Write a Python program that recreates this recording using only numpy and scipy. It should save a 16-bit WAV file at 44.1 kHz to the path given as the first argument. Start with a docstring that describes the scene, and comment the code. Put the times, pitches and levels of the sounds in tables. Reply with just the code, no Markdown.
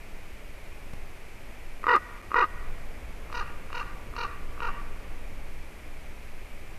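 """On a forested hillside, a raven on a conifer branch gives two loud croaks, then four softer ones.
A croak is a click and a quick roll of bursts of syrinx pulses that ring the throat, windpipe and beak
and sink in pitch at the end; decaying coloured noise, convolved with each call, is the forest's answer.
Shaped noise gives steady microphone hiss, low wind rumble and rustling trees, louder in one long gust.
A soft low thump comes early, and all sound cuts out twice for a few milliseconds."""
import sys
import numpy as np
from scipy import signal
from scipy.fft import rfft, irfft, next_fast_len
from scipy.io import wavfile
from scipy.ndimage import map_coordinates

SR = 44100
rng = np.random.default_rng(int(sys.argv[2]) if len(sys.argv) > 2 else 0)


def inscribe(sig):
    """Save sig as 16-bit PCM at rate SR to the path in sys.argv[1].

    A 1-D sig is mono; a 2-D sig holds one channel per row.
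    Samples are clipped to [-1, 1] before scaling.
    """
    pcm = np.round(np.clip(np.atleast_2d(sig).T, -1, 1) * 32767)
    wavfile.write(sys.argv[1], SR, pcm.astype(np.int16))


N = 298998

# Noise spectra before scaling to rms 1. Each row: frequency in Hz, relative level in dB.
HISS_SPECTRUM = [(71, -38), (120, -14), (283, -5.5), (312, -4.5), (447, -5), (484, -8), (556, -5.5),
                 (1090, -11.5), (1600, -12.5), (2380, -6), (2740, -13.5), (3690, -21), (7260, -25.5),
                 (12700, -26.5), (14000, -30)]
RUMBLE_SPECTRUM = [(7.1, -10.5), (12, 10.5), (25, -7.5), (52, -11), (124, -24), (250, -29.5), (320, -34.5),
                   (550, -120)]
RUSTLE_SPECTRUM = [(60, -40), (150, -14), (450, 2.5), (900, -3.5), (2000, -8.5), (5000, -39)]
# Colour of the scattered echo. Each row: frequency in Hz, relative level in dB.
ECHO_COLOUR = [(200, 2.5), (500, -2.5), (950, -3), (1120, 3.5), (1240, -3), (1500, 2), (1900, 6.5),
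               (2800, -4), (5000, -7.5), (10000, -5.5)]
# A brief offset of the signal. One row: start in seconds, length in seconds, peak in dB.
THUMP = (.935, .003, -32)
# Silences. Each row: start in seconds, end in seconds.
DROPOUTS = [(1.958, 1.963), (2.2185, 2.2235)]
# Croaks. Each row: main click in seconds, relative level in dB, relative level of the pulse edges in dB,
# pitch of the roll in Hz, treble gain of the edges in dB, gain reached at the last burst in dB.
LOUD_CROAKS = [(1.868, -6, 0, 486, -1.5, 1), (2.3435, -6.7, 0, 487, -2, -3)]
SOFT_CROAKS = [(3.3275, -21, -1, 486, 1, 0), (3.7295, -21, .5, 483, 0, 0), (4.165, -21, 1.5, 479, -.5, 0),
               (4.6045, -20, 0, 476, -7, 0)]
# Throat resonances. Each row: centre in Hz, width in Hz, gain in dB.
LOUD_THROAT = [(309, 160, -13.5), (1113, 65, -4), (1221, 83, -0.5)]
SOFT_THROAT = [(327, 290, -17.5), (1110, 340, -9), (1202, 103, -1.5)]
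# Windpipe and beak resonances, rung by the pulse edges. Each row: centre in Hz, width in Hz, gain in dB.
LOUD_BEAK = [(497, 150, -11), (1050, 73, -17), (1340, 96, -26), (1880, 110, -7), (2480, 210, -21.5),
             (2700, 160, -24), (3710, 200, -29), (4170, 240, -32.5), (4800, 430, -37), (5800, 1100, -37.5)]
SOFT_BEAK = [(490, 130, -13.5), (1550, 250, -25), (1840, 91, -14), (2490, 340, -10), (2723, 83, -4),
             (3810, 310, -18.5), (4260, 250, -22.5), (4690, 300, -20), (5800, 1400, -30.5)]
# What the bird radiates toward the listener. Each row: frequency in Hz, gain in dB.
LOUD_BEAM = [(150, -16), (380, 0), (2850, 0), (3150, -13), (3700, -6), (5000, -8), (6300, -20), (8000, -36)]
SOFT_BEAM = [(150, -12), (380, 0), (2950, 0), (3300, -14), (3750, -2), (5000, -3), (6500, -6), (8000, -24)]

HISS_DB = -50.5
RUMBLE_DB, RUMBLE_GUST_DB = -37, 4  # buffeting in the calm, and what the gust adds
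RUSTLE_DB, RUSTLE_GUST_DB = -60, 6.5  # the same for the trees
GUST_START_S, GUST_RISE_S, GUST_HOLD_S, GUST_FALL_S = 2.15, 0.48, 2.3, 1
TOP_HZ = 14250  # upper band limit
NEAR_DB_PER_S, FAR_DB_PER_S = 418, 26  # echo decay from the bird's own tree and from the far slope

REFERENCE_HZ = 478  # rolls are laid out at this pitch, then scaled to the pitch of each croak
LEAD_S = .05  # room kept ahead of the main click
TICK_S = .0265  # a tick comes this long before the main click
STIR_S = 0.0097  # the membranes stir faintly this long before tick and click
CLICK_S = .002  # tick, click and stirs are one clap each, two at most
HELD_PERIOD_S, HELD_BURST_S = .0224, 0.01586  # steady part of the roll: burst spacing and length
END_PERIOD_S, END_BURST_S = .013, 0.0094  # the ending: closer, shorter bursts
HOLD_S = .0655  # from the start of the roll to its ending
SAG_HZ_PER_S = 7090  # sinking of the ending, at the reference pitch
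HELD_SLACK, END_SLACK = 0.74, 1  # pitch at the close of a burst over pitch at its start
SWELL_DB = 1.0  # the middle of the steady part over its sides
ONSET_S, ONSET_DB, ONSET_DULL_DB = 0.0058, 4, 10.5  # a burst starts weak and soft-edged
SLACK_DB, SLACK_DULL_DB = 3, 7.5  # and ends so too
JITTER, SHIMMER_DB = .015, 1.1  # scatter of the claps in spacing (share) and size


def amp(db):
    """Logarithmic level: decibels become an amplitude gain."""
    return 10 ** (np.asarray(db) / 20)


def unit(x):
    """Normalisation: the mean power is set to one."""
    return x / np.sqrt(np.mean(x ** 2) + 1e-20)


def colour(points):
    """Spectral envelope: gain interpolated in dB between (Hz, dB) points on a log frequency axis."""
    f, db = np.transpose(points)
    return lambda hz: amp(np.interp(np.log(hz + 1), np.log(f + 1), db))


def filtered(x, response):
    """Linear filtering: the spectrum is multiplied by a response of frequency."""
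    m = next_fast_len(len(x) + SR // 4)
    hz = np.fft.rfftfreq(m, 1 / SR)
    return irfft(rfft(x, m) * response(hz), m)[:len(x)]


def noise(spectrum):
    """Coloured noise: white noise shaped by a spectrum, at rms 1."""
    return unit(filtered(rng.standard_normal(N), colour(spectrum)))


def wobble(rate):
    """Slow fluctuation: a smooth curve through random knots, rate a second."""
    knots = rng.standard_normal(int(N * rate / SR) + 4)
    return map_coordinates(knots, [np.arange(N) * rate / SR])


def add(track, s, sound):
    """Superposition: a sound is summed into the track from time s."""
    part = track[round(s * SR):][:len(sound)]
    part += sound[:len(part)]


def background():
    """Broadband noise: steady microphone hiss, with wind that buffets the housing and stirs the trees."""
    corners = np.cumsum([GUST_START_S, GUST_RISE_S, GUST_HOLD_S, GUST_FALL_S])
    gust = np.interp(np.arange(N) / SR, corners, [0, 1, 1, 0])
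    flutter_db = .8 * wobble(7)
    hiss = amp(HISS_DB) * noise(HISS_SPECTRUM)
    rumble = amp(RUMBLE_DB + RUMBLE_GUST_DB * gust + flutter_db) * noise(RUMBLE_SPECTRUM)
    rustle = amp(RUSTLE_DB + RUSTLE_GUST_DB * gust) * noise(RUSTLE_SPECTRUM)
    return hiss + rumble + rustle


def thump():
    """Step offset: a brief negative shift of the signal is heard as a soft low thump."""
    s, length, db = THUMP
    t = np.arange(N) / SR
    return -amp(db) * ((t > s) & (t < s + length))


def echo_shape(near_db, trees_s, trees_spread, far_db):
    """Scattered energy adds in power: the bird's tree, a swell from trees around, a faint far slope."""
    t = (np.arange(SR) + 1) / SR
    near = amp(near_db - NEAR_DB_PER_S * t)
    trees = np.exp(-.5 * (np.log(t / trees_s) / trees_spread) ** 2)
    far = amp(far_db - FAR_DB_PER_S * t)
    return np.sqrt(near ** 2 + trees ** 2 + far ** 2)


def forest(call, echo):
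    """Diffuse reflection: trunks and slope return the call as convolution with decaying noise."""
    scatter = filtered(rng.standard_normal(SR), colour(ECHO_COLOUR))
    tail = unit(scatter * echo)
    return signal.fftconvolve(call, tail / np.sqrt(SR))


def branches(call):
    """Near scattering: twigs and bark smear the treble of each clap over a few milliseconds."""
    t = np.arange(SR // 50) / SR
    scatter = rng.standard_normal(len(t)) * amp(-60 * t / .025)
    near = signal.fftconvolve(call, scatter / np.linalg.norm(scatter))[:len(call)]
    return call + filtered(near, colour([(1200, -18), (4000, -4)]))


def resonances(modes):
    """Parallel resonators: the responses of (Hz, width, dB) modes are summed, each with steep skirts."""
    def response(hz):
        total = 0
        for centre, width, db in modes:
            skirt = 1 / (1 + (np.log(hz / centre + 1e-6) / .55) ** 4)
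            damping = 1j * hz * width
            total = total + amp(db) * skirt * damping / (centre * centre - hz * hz + damping)
        return total
    return response


def pulses(times, sizes):
    """Band-limited impulses: windowed sincs place each one between the samples of a one-second signal."""
    at = np.floor(times * SR).astype(int)[:, None] + np.arange(-8, 9)
    off = at - times[:, None] * SR
    shape = np.sinc(off) * np.sinc(off / 9)
    return np.bincount(at.ravel(), (sizes[:, None] * shape).ravel(), SR)


# The three functions below list bursts. Each row: delay from the main click in seconds, length in seconds,
# pitch at the start in Hz, pitch at the close in Hz, level in dB, edge level in dB.
def clicks(tick_db, tick_edge_db, click_db, click_edge_db, stir_db):
    """Transient onset: a tick and the main click open a croak, each after a faint stir."""
    hz = REFERENCE_HZ * END_SLACK
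    bursts = []
    for delay, db, edge_db in [(-TICK_S, tick_db, tick_edge_db), (0, click_db, click_edge_db)]:
        bursts.append((delay - STIR_S, CLICK_S, hz, hz, db + stir_db, edge_db))
        bursts.append((delay, CLICK_S, hz, hz, db, edge_db))
    return bursts


def held_bursts(start_s, db, grow_db, edge_db, brighten_db, count):
    """Periodic modulation: evenly spaced bursts arch in level and drift in level and brightness."""
    bursts = []
    for k, side in enumerate(np.linspace(-1, 1, count)):
        level_db = db + grow_db * side - SWELL_DB * side ** 2
        bursts.append((start_s + k * HELD_PERIOD_S, HELD_BURST_S, REFERENCE_HZ, REFERENCE_HZ * HELD_SLACK,
                       level_db, edge_db + brighten_db * side))
    return bursts


def sinking_bursts(start_s, db, edge_db, fade_db, count):
    """Falling tension: after the hold the bursts crowd together, sink in pitch and fade ever faster."""
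    pitches = REFERENCE_HZ - SAG_HZ_PER_S * END_PERIOD_S * (np.arange(count) + 1)
    return [(start_s + HOLD_S + k * END_PERIOD_S, END_BURST_S, hz, hz * END_SLACK,
             db - fade_db * k ** 2, edge_db)
            for k, hz in enumerate(pitches)]


def syrinx(roll, pitch_hz, ending_db):
    """Self-oscillation: membranes clap irregularly in bursts; gives rows of time in s, level, edge in dB."""
    claps = []
    last_delay = roll[-1][0]
    for delay, length, held_hz, last_hz, db, edge_db in roll:
        t = 0
        late = max(delay / last_delay, 0) ** 2
        for slip, scatter_db in rng.standard_normal(size=(16, 2)) * [JITTER, SHIMMER_DB]:
            if t >= length:
                break
            slack = (t / length) ** 5  # as a burst ends the membranes slacken
            onset = np.exp(-t / ONSET_S)
            weak_db = SLACK_DB * slack + ONSET_DB * onset
            dull_db = SLACK_DULL_DB * slack + ONSET_DULL_DB * onset
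            level_db = db + ending_db * late + scatter_db - weak_db
            claps.append((LEAD_S + delay + t, level_db, edge_db - dull_db))
            clap_hz = (held_hz + (last_hz - held_hz) * slack) * pitch_hz / REFERENCE_HZ
            t += (1 + slip) / clap_hz
    return np.transpose(claps)


def voice(claps, throat, beak, treble_db, rasp):
    """Source and filter: claps ring the throat; their edges, with rasping air, ring windpipe and beak."""
    s, db, edge_db = claps
    edge = pulses(s, amp(db + edge_db))
    air_decay = np.exp(-1 / (0.0041 * SR))  # 4.1 ms time constant
    puffs = signal.lfilter([1], [1, -air_decay], edge) * rng.standard_normal(SR)
    edge = edge + rasp * filtered(puffs, colour([(1500, -3), (4000, 9.5)]))

    def beak_response(hz):
        treble = 1 / (1 + (3300 / (hz + 1)) ** 12)  # rises to 1 above 3300 Hz
        return resonances(beak)(hz) * amp(treble_db * treble)

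    throat_sound = filtered(pulses(s, amp(db)), resonances(throat))
    return throat_sound + filtered(edge, beak_response)


def croaks(table, roll, throat, beak, beam, echo, rasp, echo_db):
    """Direct and reflected paths: each croak arrives through the branches, then from the forest."""
    track = np.zeros(N)
    for s, db, edge_db, pitch_hz, treble_db, ending_db in table:
        claps = syrinx(roll, pitch_hz, ending_db) + [[0], [db], [edge_db]]
        sound = voice(claps, throat, beak, treble_db, rasp)
        call = amp(32) * filtered(sound, colour(beam))
        add(track, s - LEAD_S, branches(call))
        add(track, s - LEAD_S, amp(echo_db) * forest(call, echo))
    return track


def soft_croaks():
    """Weaker drive: thinner, brighter croaks that stand out less from their echo."""
    start_s = .015
    roll = (clicks(tick_db=-6.5, tick_edge_db=-11, click_db=0.5, click_edge_db=7.5, stir_db=-13)
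            + held_bursts(start_s, db=-2.0, grow_db=-0.5, edge_db=-4.5, brighten_db=-.2, count=3)
            + sinking_bursts(start_s, db=-1.0, edge_db=-8.5, fade_db=3.5, count=2))
    echo = echo_shape(near_db=3.5, trees_s=0.078, trees_spread=0.42, far_db=-9.0)
    return croaks(SOFT_CROAKS, roll, SOFT_THROAT, SOFT_BEAK, SOFT_BEAM, echo, rasp=0.034, echo_db=-11.0)


def loud_croaks():
    """Strong drive: full, dark croaks with the beak wide open."""
    start_s = .0135
    roll = (clicks(tick_db=-5.5, tick_edge_db=2, click_db=2.0, click_edge_db=2.5, stir_db=-16)
            + held_bursts(start_s, db=0, grow_db=0.2, edge_db=-6, brighten_db=0.5, count=3)
            + sinking_bursts(start_s, db=.5, edge_db=-4.5, fade_db=3.0, count=3))
    echo = echo_shape(near_db=16.5, trees_s=0.14, trees_spread=0.54, far_db=-7)
    return croaks(LOUD_CROAKS, roll, LOUD_THROAT, LOUD_BEAK, LOUD_BEAM, echo, rasp=0.066, echo_db=-21.5)


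def scene():
    """Superposition: the raven's calls sum with the noise of the quiet hillside."""
    return (background() + thump() + soft_croaks() + loud_croaks())[None]


def record(dry):
    """Gating and band limiting: the sound cuts out twice, and a steep low-pass removes the top."""
    t = np.arange(N) / SR
    live = np.all([(t < start) | (t > end) for start, end in DROPOUTS], axis=0)
    return filtered(dry[0] * live, lambda hz: 1 / (1 + (hz / TOP_HZ) ** 160))[None]


dry = scene()
out = record(dry)
inscribe(out)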